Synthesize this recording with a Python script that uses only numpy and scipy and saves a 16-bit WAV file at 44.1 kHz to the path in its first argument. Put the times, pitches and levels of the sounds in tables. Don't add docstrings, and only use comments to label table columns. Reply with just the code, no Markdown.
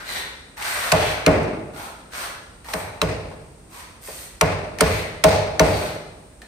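import sys
import numpy as np
from scipy import signal
from scipy.fft import rfft, irfft, next_fast_len
from scipy.io import wavfile
from scipy.ndimage import uniform_filter1d

SR = 44100
rng = np.random.default_rng(int(sys.argv[2]) if len(sys.argv) > 2 else 0)


def wav_out(sig):
    wavfile.write(sys.argv[1], SR, np.round(np.clip(np.atleast_2d(sig).T, -1, 1) * 32767).astype(np.int16))


N = 285327
TIME = np.arange(N) / SR
RING_TIME = TIME[:int(1.3 * SR)]

# (frequency [Hz], relative level [dB], t60 [s])
BEAM_MODES = [(64.5, -25.5, 0.39), (163.9, -14, 0.19), (183.1, -18.5, 0.22), (281.4, -20.5, 0.29),
              (439.4, -10.5, 0.15), (451.6, -29, 0.57), (534, -24.5, 0.5), (573, -15.5, 0.094),
              (635.1, -10.5, 0.24), (720, -19.5, 0.17), (905, -15.5, 0.083), (1064, -19.5, 0.084),
              (1460, -31.5, 0.29), (1720, -33, 0.11), (2140, -29.5, 0.14), (2690, -32, 0.11)]
# (frequency [Hz], t60 [s])
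ROOM_T60 = [(60, 0.8), (250, 1.195), (600, 0.99), (2000, 0.84), (5000, 0.84), (9000, 0.52), (15000, 0.36)]
# (frequency [Hz], correlation [1 = alike, nominal])
LIKENESS = [(60, 1), (130, 0.92), (290, 0.9), (640, 0.33), (1400, 0.053), (3000, -0.094), (6500, 0.12),
            (7300, -0.42), (8200, 0.42), (10200, 0.085), (10700, -1), (11900, -1.4), (12500, 0.78),
            (15000, 0.3)]


def from_db(db):
    return 10 ** (np.asarray(db) / 20)


def at_hz(points, hz):
    known_hz, values = np.transpose(points)
    return np.interp(np.log(np.maximum(hz, 1)), np.log(known_hz), values)


def add(track, s, sound):
    start = max(round(s * SR), 0)
    part = sound[:, :N - start]
    track[:, start:start + part.shape[1]] += part


def noise(spectrum, size, direct=0, colour=((1, 0),)):
    padded = next_fast_len(size)
    hz = np.arange(padded // 2 + 1) * SR / padded
    alike = np.clip(direct + (1 - direct) * at_hz(LIKENESS, hz), -1, 1)
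    shape = from_db(at_hz(spectrum, hz))
    white = rfft(rng.standard_normal((2, padded)))
    mid, side = white * from_db(at_hz(colour, hz)) * shape / np.sqrt(np.mean(shape ** 2))
    shared = np.sqrt((1 + alike) / 2) * mid
    opposed = np.sqrt((1 - alike) / 2) * side * [[1], [-1]]
    return irfft(shared + opposed, padded)[:, :size]


def coloured(sound, colour):
    size = sound.shape[1]
    hz = np.arange(size // 2 + 1) * SR / size
    return irfft(rfft(sound) * from_db(at_hz(colour, hz)), size)


def bell(sound, hz, width_hz, db):
    w, height = 2 * np.pi * hz / SR, from_db(db / 2)
    alpha = np.tan(np.pi * width_hz / SR)
    zeros = [1 + alpha * height, -2 * np.cos(w), 1 - alpha * height]
    poles = [1 + alpha / height, -2 * np.cos(w), 1 - alpha / height]
    return signal.lfilter(zeros, poles, sound)


def catching(depth_db, length, size):
    wander = uniform_filter1d(rng.standard_normal(length), size)
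    return from_db(depth_db * wander / np.std(wander))


def dying(t60, rise_s):
    return (1 - np.exp(-RING_TIME / rise_s)) * from_db(-60 * np.minimum(RING_TIME / t60, 4))


def ring(modes, gains_db, rise_s, scatter_db, detune):
    out = np.zeros((2, len(RING_TIME)))
    scatter = rng.standard_normal((len(modes), 3))
    for k, ((hz, db, t60), gain_db, (strength, pitch, ears)) in enumerate(zip(modes, gains_db, scatter)):
        apart = np.sign(ears) * np.arccos(np.clip(at_hz(LIKENESS, hz), -1, 1)) / 3
        angle = 2 * np.pi * hz * (1 + detune * pitch) * RING_TIME + apart * np.array([[1], [-1]])
        gain = (-1) ** k * from_db(db + gain_db + scatter_db * strength)
        out += gain * dying(t60, rise_s) * np.sin(angle.astype(np.float32))
    return out


def ambience():
    # (frequency [Hz], relative density [dB per Hz])
    rumble = [(20, -30), (35, 0.5), (55, 5.5), (100, -4), (200, -6), (500, -11.5), (1000, -19),
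              (2500, -26.5), (6000, -29.5), (9000, -24), (15000, -44.5)]
    return from_db(-46.5) * noise(rumble, N)


def sagging(sound, middle_s):
    octaves_per_s = 1.2
    t = TIME[:sound.shape[1]]
    read_s = np.cumsum(2 ** (octaves_per_s * (middle_s - t))) / SR
    return np.array([np.interp(read_s, t, channel) for channel in sound])


def chips(size, count=12):
    chips_per_s, t60_s = 88, 0.022
    out = np.zeros((2, size))
    for hz in np.geomspace(900, 5000, count) * rng.uniform(.93, 1.07, count):
        hit = rng.random(size) < chips_per_s / count / SR
        clicks = hit * from_db(3.5 * np.minimum(rng.exponential(1, size), 3) - 10)
        r, w = from_db(-60 / (t60_s * SR)), 2 * np.pi * hz / SR
        ticks = signal.lfilter([0, np.sin(w)], [1, -2 * r * np.cos(w), r * r], clicks + 1e-18)
        out += ticks * rng.uniform(.4, 1, (2, 1))
    return out


def broom(edge_s=0.02, tuft_spread=0.49, tuft_width=0.11, tuft_db=7, count=4):
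    # (start [s], length [s], rise [s], effort [relative dB], sand [relative dB],
    # body [Hz], body peak [dB], squeak [Hz], squeak peak [dB])
    strokes = [(0.0, 0.026, 0.0013, -26.5, -43, 1370, 10.5, 1470, 0),
               (0.037, 0.15, .07, -18.5, -29, 1720, 2.5, 3990, 8),
               (0.563, 0.061, 0.016, -24, -33.5, 1350, 7.5, 876, 15.5),
               (0.6, 0.3, 0.047, -17.5, -26, 1480, 7, 1980, 2.5),
               (0.921, 0.2, 0.039, -18.5, -31, 1910, 6, 2070, -2),
               (1.72, 0.14, 0.059, -30, -35.5, 875, 12.5, 1370, 8),
               (2.103, 0.15, 0.056, -21.5, -30, 1260, 4, 1420, 2),
               (2.635, 0.17, 0.058, -27.5, -33, 870, 12, 1050, 0),
               (3.686, 0.12, 0.058, -31, -38, 920, 2.5, 1009, 13.5),
               (4.003, 0.24, 0.045, -32, -32.5, 8000, -2, 4500, 7),
               (4.793, 0.2, 0.02, -23.5, -32, 2300, 7, 4300, 3.5),
               (5.231, 0.1, 0.031, -23, -33.5, 5150, 5, 2120, 11),
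               (5.617, 0.26, 0.034, -22.5, -33.5, 6200, -1.5, 1400, 4)]
    # (frequency [Hz], relative density [dB per Hz])
    bristle_spectrum = [(100, 1), (300, -5.5), (600, 7), (950, 4.5), (2000, 5.5), (3000, 2.5), (4200, 4.5),
                        (5300, -1.5), (6500, -0.5), (15000, -38)]
    # (frequency [Hz], relative density [dB per Hz])
    grit_spectrum = [(500, -85), (2000, -3), (4500, 1.5), (9000, 8.5), (14600, 5), (15600, -31),
                     (17000, -52)]
    body_width, squeak_width = 1, 0.087
    chip_db = -12
    out, t = np.zeros((2, N)), TIME[:SR // 2]
    for start, length, rise_s, effort_db, sand_db, body_hz, body_db, squeak_hz, squeak_db in strokes:
        pressure = np.clip(np.minimum(t / rise_s, (length + edge_s - t) / edge_s), 0, 1)
        tufts_hz = 1700 * np.exp(tuft_spread * np.clip(rng.standard_normal(count), -2, 2))
        bristles = 0
        for hz in tufts_hz:
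            tuft = bell(noise(bristle_spectrum, len(t)), hz, hz * tuft_width, tuft_db)
            bristles = bristles + tuft * catching(4.22, len(t), size=700)
        bristles = bell(bristles, body_hz, body_hz * body_width, body_db)
        bristles = bell(bristles, squeak_hz, squeak_hz * squeak_width, squeak_db)
        bristles = sagging(bristles, length / 2)
        sand = from_db(sand_db) * noise(grit_spectrum, len(t)) * catching(2.2, len(t), size=60)
        scrape = from_db(effort_db - 13.5) * bristles * catching(2.93, len(t), size=110)
        flicked = from_db(effort_db + chip_db) * chips(len(t))
        add(out, start, pressure * (scrape + sand + flicked))
    return out


def echo(spectrum, build_s):
    size = len(RING_TIME)
    octave = np.log2(np.clip(np.arange(size // 2 + 1) * SR / size, 62.5, 16000) / 62.5)
    diffuse, out = rfft(noise(spectrum, size)), 0
    for k in range(9):
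        t60 = at_hz(ROOM_T60, 62.5 * 2 ** k)
        band = np.maximum(1 - abs(octave - k), 0)
        out = out + dying(t60, build_s) * irfft(diffuse * band, size)
    return out


def room(sound, echo_db, build_s):
    response = echo([(20, 0), (20000, 0)], build_s)
    response = response / np.linalg.norm(response[0])
    return from_db(echo_db) * signal.fftconvolve(sound[:1], response, axes=1)[:, :N]


def crack(contact_s, t60, rise_s):
    # (frequency [Hz], relative density [dB per Hz])
    crack_spectrum = [(200, -13), (600, -1), (1200, 10.5), (2400, 10), (3500, 5.5), (6000, 3),
                      (10000, -3.5), (14000, -5.5), (15600, -14), (17000, -63)]
    held = from_db(-60 * np.clip((RING_TIME - contact_s) / t60, 0, 4))
    envelope = (1 - np.exp(-RING_TIME / rise_s)) * held
    burst = noise(crack_spectrum, len(RING_TIME), direct=0.5)
    return envelope * burst * catching(2.5, len(RING_TIME), size=20)


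def knock(drive, t60, rise_s):
    # (frequency [Hz], relative density [dB per Hz])
    knock_spectrum = [(40, -47), (70, -14), (170, 8.5), (220, 2), (285, 5), (380, -2), (450, 3.5),
                      (530, 6.5), (630, 3), (800, 3), (1100, 0), (1400, -9), (2400, -12.5), (3200, -17.5),
                      (15000, -37)]
    crowd = noise(knock_spectrum, len(RING_TIME), direct=0.48, colour=drive)
    return from_db(-9.5) * dying(t60, rise_s) * crowd


def touches():
    # (time [s], tick [relative dB], wood [relative dB])
    contacts = [(0.569, -42, -52), (0.623, -25.5, -42), (1.429, -36, -25), (2.644, -40, -38),
                (3.301, -49, -17.5), (4.074, -36, -14), (4.785, -26.5, -10.5), (5.947, -42, -15.5),
                (6.417, -37, -28)]
    seat_s = 0.0091
    out = np.zeros((2, N))
    for s, tick_db, wood_db in contacts:
        drive = [(250, wood_db - 16.0), (480, wood_db), (640, wood_db - 6.5), (1000, wood_db - 6)]
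        tick = from_db(tick_db) * crack(contact_s=.0015, t60=.03, rise_s=.001)
        tick = bell(tick, hz=1800, width_hz=150, db=10)
        gains_db = at_hz(drive, np.array(BEAM_MODES)[:, 0]) - 9
        beam = ring(BEAM_MODES, gains_db, rise_s=.002, scatter_db=1.0, detune=.005)
        add(out, s, tick)
        add(out, s + seat_s, beam + knock(drive, t60=0.084, rise_s=0.0033))
    return out


def blow_drive(force_db, extra_boom_db, extra_ring_db, extra_knock_db):
    sway_follows, body_follows, knock_follows, splinter_follows = 0.76, 0.93, 0.79, 1
    sway_db = 5 + sway_follows * force_db
    thud_db = 0 + sway_follows * force_db
    boom_db, ring_db = force_db + extra_boom_db, force_db + extra_ring_db
    body_db = body_follows * force_db
    knock_db = 0.5 + knock_follows * force_db + extra_knock_db
    splinter_loss = 0.98
    splinter_db = 1 + splinter_follows * force_db - splinter_loss * extra_boom_db
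    return [(70, sway_db), (175, thud_db), (230, boom_db), (360, boom_db), (440, body_db), (520, body_db),
            (600, ring_db), (850, ring_db), (1100, knock_db), (2400, knock_db), (4000, splinter_db)]


def from_the_right(sound):
    port_lag_s = 0.00019
    return np.array([np.roll(sound[0], round(port_lag_s * SR)), sound[1]])


def rattle(drive, count=4):
    gap_s, first_db, loss_db = 0.013, -7.5, 6.5
    out = np.zeros((2, N))
    for k, (shift, strength) in enumerate(rng.uniform(-1.1, 1, (count, 2))):
        landing = knock(drive, t60=0.064, rise_s=0.001)
        landing_db = first_db - loss_db * k + 2 * strength
        add(out, gap_s * (k + 1 + shift / 4), from_db(landing_db) * landing)
    return out


def along_the_beam(sound):
    delay_s, bend_hz = 0.011025, 100.05
    padded = next_fast_len(N + SR // 2)
    hz = np.arange(padded // 2 + 1) * SR / padded
    turns = 2 * delay_s * np.sqrt(bend_hz * hz)
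    return irfft(rfft(sound, padded) * np.exp(-2j * np.pi * turns), padded)[:, :N]


def blows():
    # (time [s], force [relative dB], extra boom [dB], extra ring [dB], extra hard knock [dB],
    # extra crack [dB], contact [s], clack [nominal Hz], ping [nominal Hz], ping [relative dB])
    hammering = [(0.918, -1.5, -4, 3.5, 5, 0, .005, 2490, 4420, 2),
                 (1.263, 3.5, 3.5, -2, 1.5, 1.5, 0.001, 2440, 4110, -9),
                 (2.735, -16, 0.5, 3, 4.5, -4.5, 0.0045, 2640, 4150, -9),
                 (3.0155, -4, -2.5, -5, -0.5, -0.5, 0.0017, 2610, 3920, 5),
                 (4.4105, -2, -3, -0.5, 3.5, 2.5, 0.0027, 2330, 5920, -3),
                 (4.807, 0, -4, -3.5, 2, 2.5, 0.0034, 2200, 9280, 0.5),
                 (5.238, 3, -5, 2, 1.5, -2, 0.0038, 2200, 8100, -1.5),
                 (5.5947, 2.5, -1.5, 0, 0.5, -1, 0.0023, 1770, 6050, 7)]
    # (nominal pitch [Hz], relative level [dB], t60 [s])
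    chisel = [(1140, -9, 0.0037), (4150, -2.5, 0.011), (8300, -16.5, 0.0063), (13000, -46, 0.0034)]
    # (frequency [Hz], relative density [dB per Hz])
    wall_spectrum = [(35, -16), (60, 2.5), (100, 2), (122, -2), (150, 1), (212, -5), (260, -7.5),
                     (365, -3.5), (450, 0), (560, -1), (700, -0.5), (1000, -8), (1500, -13), (2200, -12.5),
                     (2600, -14), (3100, -22.5), (4400, -22), (15000, -39.5)]
    # (nominal pitch [Hz], relative level [dB])
    room_modes = [(65, -44), (83, -44), (98.3, -27.5), (143, -38.5), (157, -29.5), (243, -46.5), (287, -40),
                  (323.6, -31.5), (410, -31), (425, -31), (443, -30.5), (500, -54), (608, -34),
                  (627, -21.5), (641, -28.5), (716, -29.5), (843, -27.5), (897, -39), (1073, -42),
                  (1345, -46), (2100, -50)]
    crack_base_db, crack_follows = -9.5, 0.43
    clack_db, clack_t60_s = 0.5, 0.022
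    ping_t60_s = 0.016
    out, wood = np.zeros((2, 2, N))
    usual_echo = echo(wall_spectrum, build_s=0.057)
    standing = [(hz, db, at_hz(ROOM_T60, hz)) for hz, db in room_modes]
    for (s, force_db, extra_boom_db, extra_ring_db, extra_knock_db,
         extra_crack_db, contact_s, clack_hz, ping_hz, ping_db) in hammering:
        drive = blow_drive(force_db, extra_boom_db, extra_ring_db, extra_knock_db)
        crack_db = crack_base_db + crack_follows * force_db + extra_crack_db
        beam_db = at_hz(drive, np.array(BEAM_MODES)[:, 0])
        beam = ring(BEAM_MODES, beam_db, rise_s=0.005, scatter_db=1.2, detune=0.004)
        notes = list(chisel) + [(clack_hz, clack_db, clack_t60_s), (ping_hz, ping_db, ping_t60_s)]
        steel = ring(notes, np.full(len(notes), crack_db), rise_s=.0008, scatter_db=1.0, detune=.006)
        burst = from_db(crack_db) * from_the_right(crack(contact_s, t60=0.017, rise_s=0.0008))
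        diffuse = coloured(usual_echo + echo(wall_spectrum, build_s=0.045), drive)
        diffuse = diffuse * catching(1.0, len(RING_TIME), size=350)
        walls = bell(diffuse, hz=602.5, width_hz=28, db=7.0)
        hum_db = at_hz(drive, np.array(standing)[:, 0])
        hum = ring(standing, hum_db, rise_s=0.026, scatter_db=0.5, detune=0.0021)
        add(out, s, burst + steel + from_db(-18.5) * walls)
        add(wood, s, beam - hum + knock(drive, t60=0.097, rise_s=0.0035))
        add(wood, s, rattle(drive))
    return out + along_the_beam(wood)


def scene():
    # (frequency [Hz], gain [dB])
    touch_colour = [(450, -8), (1500, 2)]
    ticks, sweeping = touches(), broom()
    near = blows() + ticks + room(coloured(ticks, touch_colour), echo_db=-3.0, build_s=0.0022)
    far = from_db(-12.0) * sweeping + room(sweeping, echo_db=-10.0, build_s=0.0077)
    return near + far + ambience()


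def record(dry):
    # (centre [Hz], width [Hz], gain [dB])
    microphone = [(3170, 1020, -1.5), (7460, 540, -3), (8180, 82, 7)]
    rumble_cut_hz, top_cut_hz = 36, 15600
    for hz, width_hz, db in microphone:
        dry = bell(dry, hz, width_hz, db)
    left = bell(bell(dry[0], hz=2400, width_hz=1700, db=2.5), hz=82, width_hz=114, db=-2.5)
    right = bell(dry[1], hz=8490, width_hz=1480, db=6.0)
    bass_cut = signal.butter(2, rumble_cut_hz, "high", fs=SR, output="sos")
    rounded = np.tanh(signal.sosfilt(bass_cut, [left, right]))
    top_cut = signal.ellip(10, .2, 100, top_cut_hz, fs=SR, output="sos")
    return signal.sosfilt(top_cut, rounded)


dry = scene()
out = record(dry)
wav_out(out)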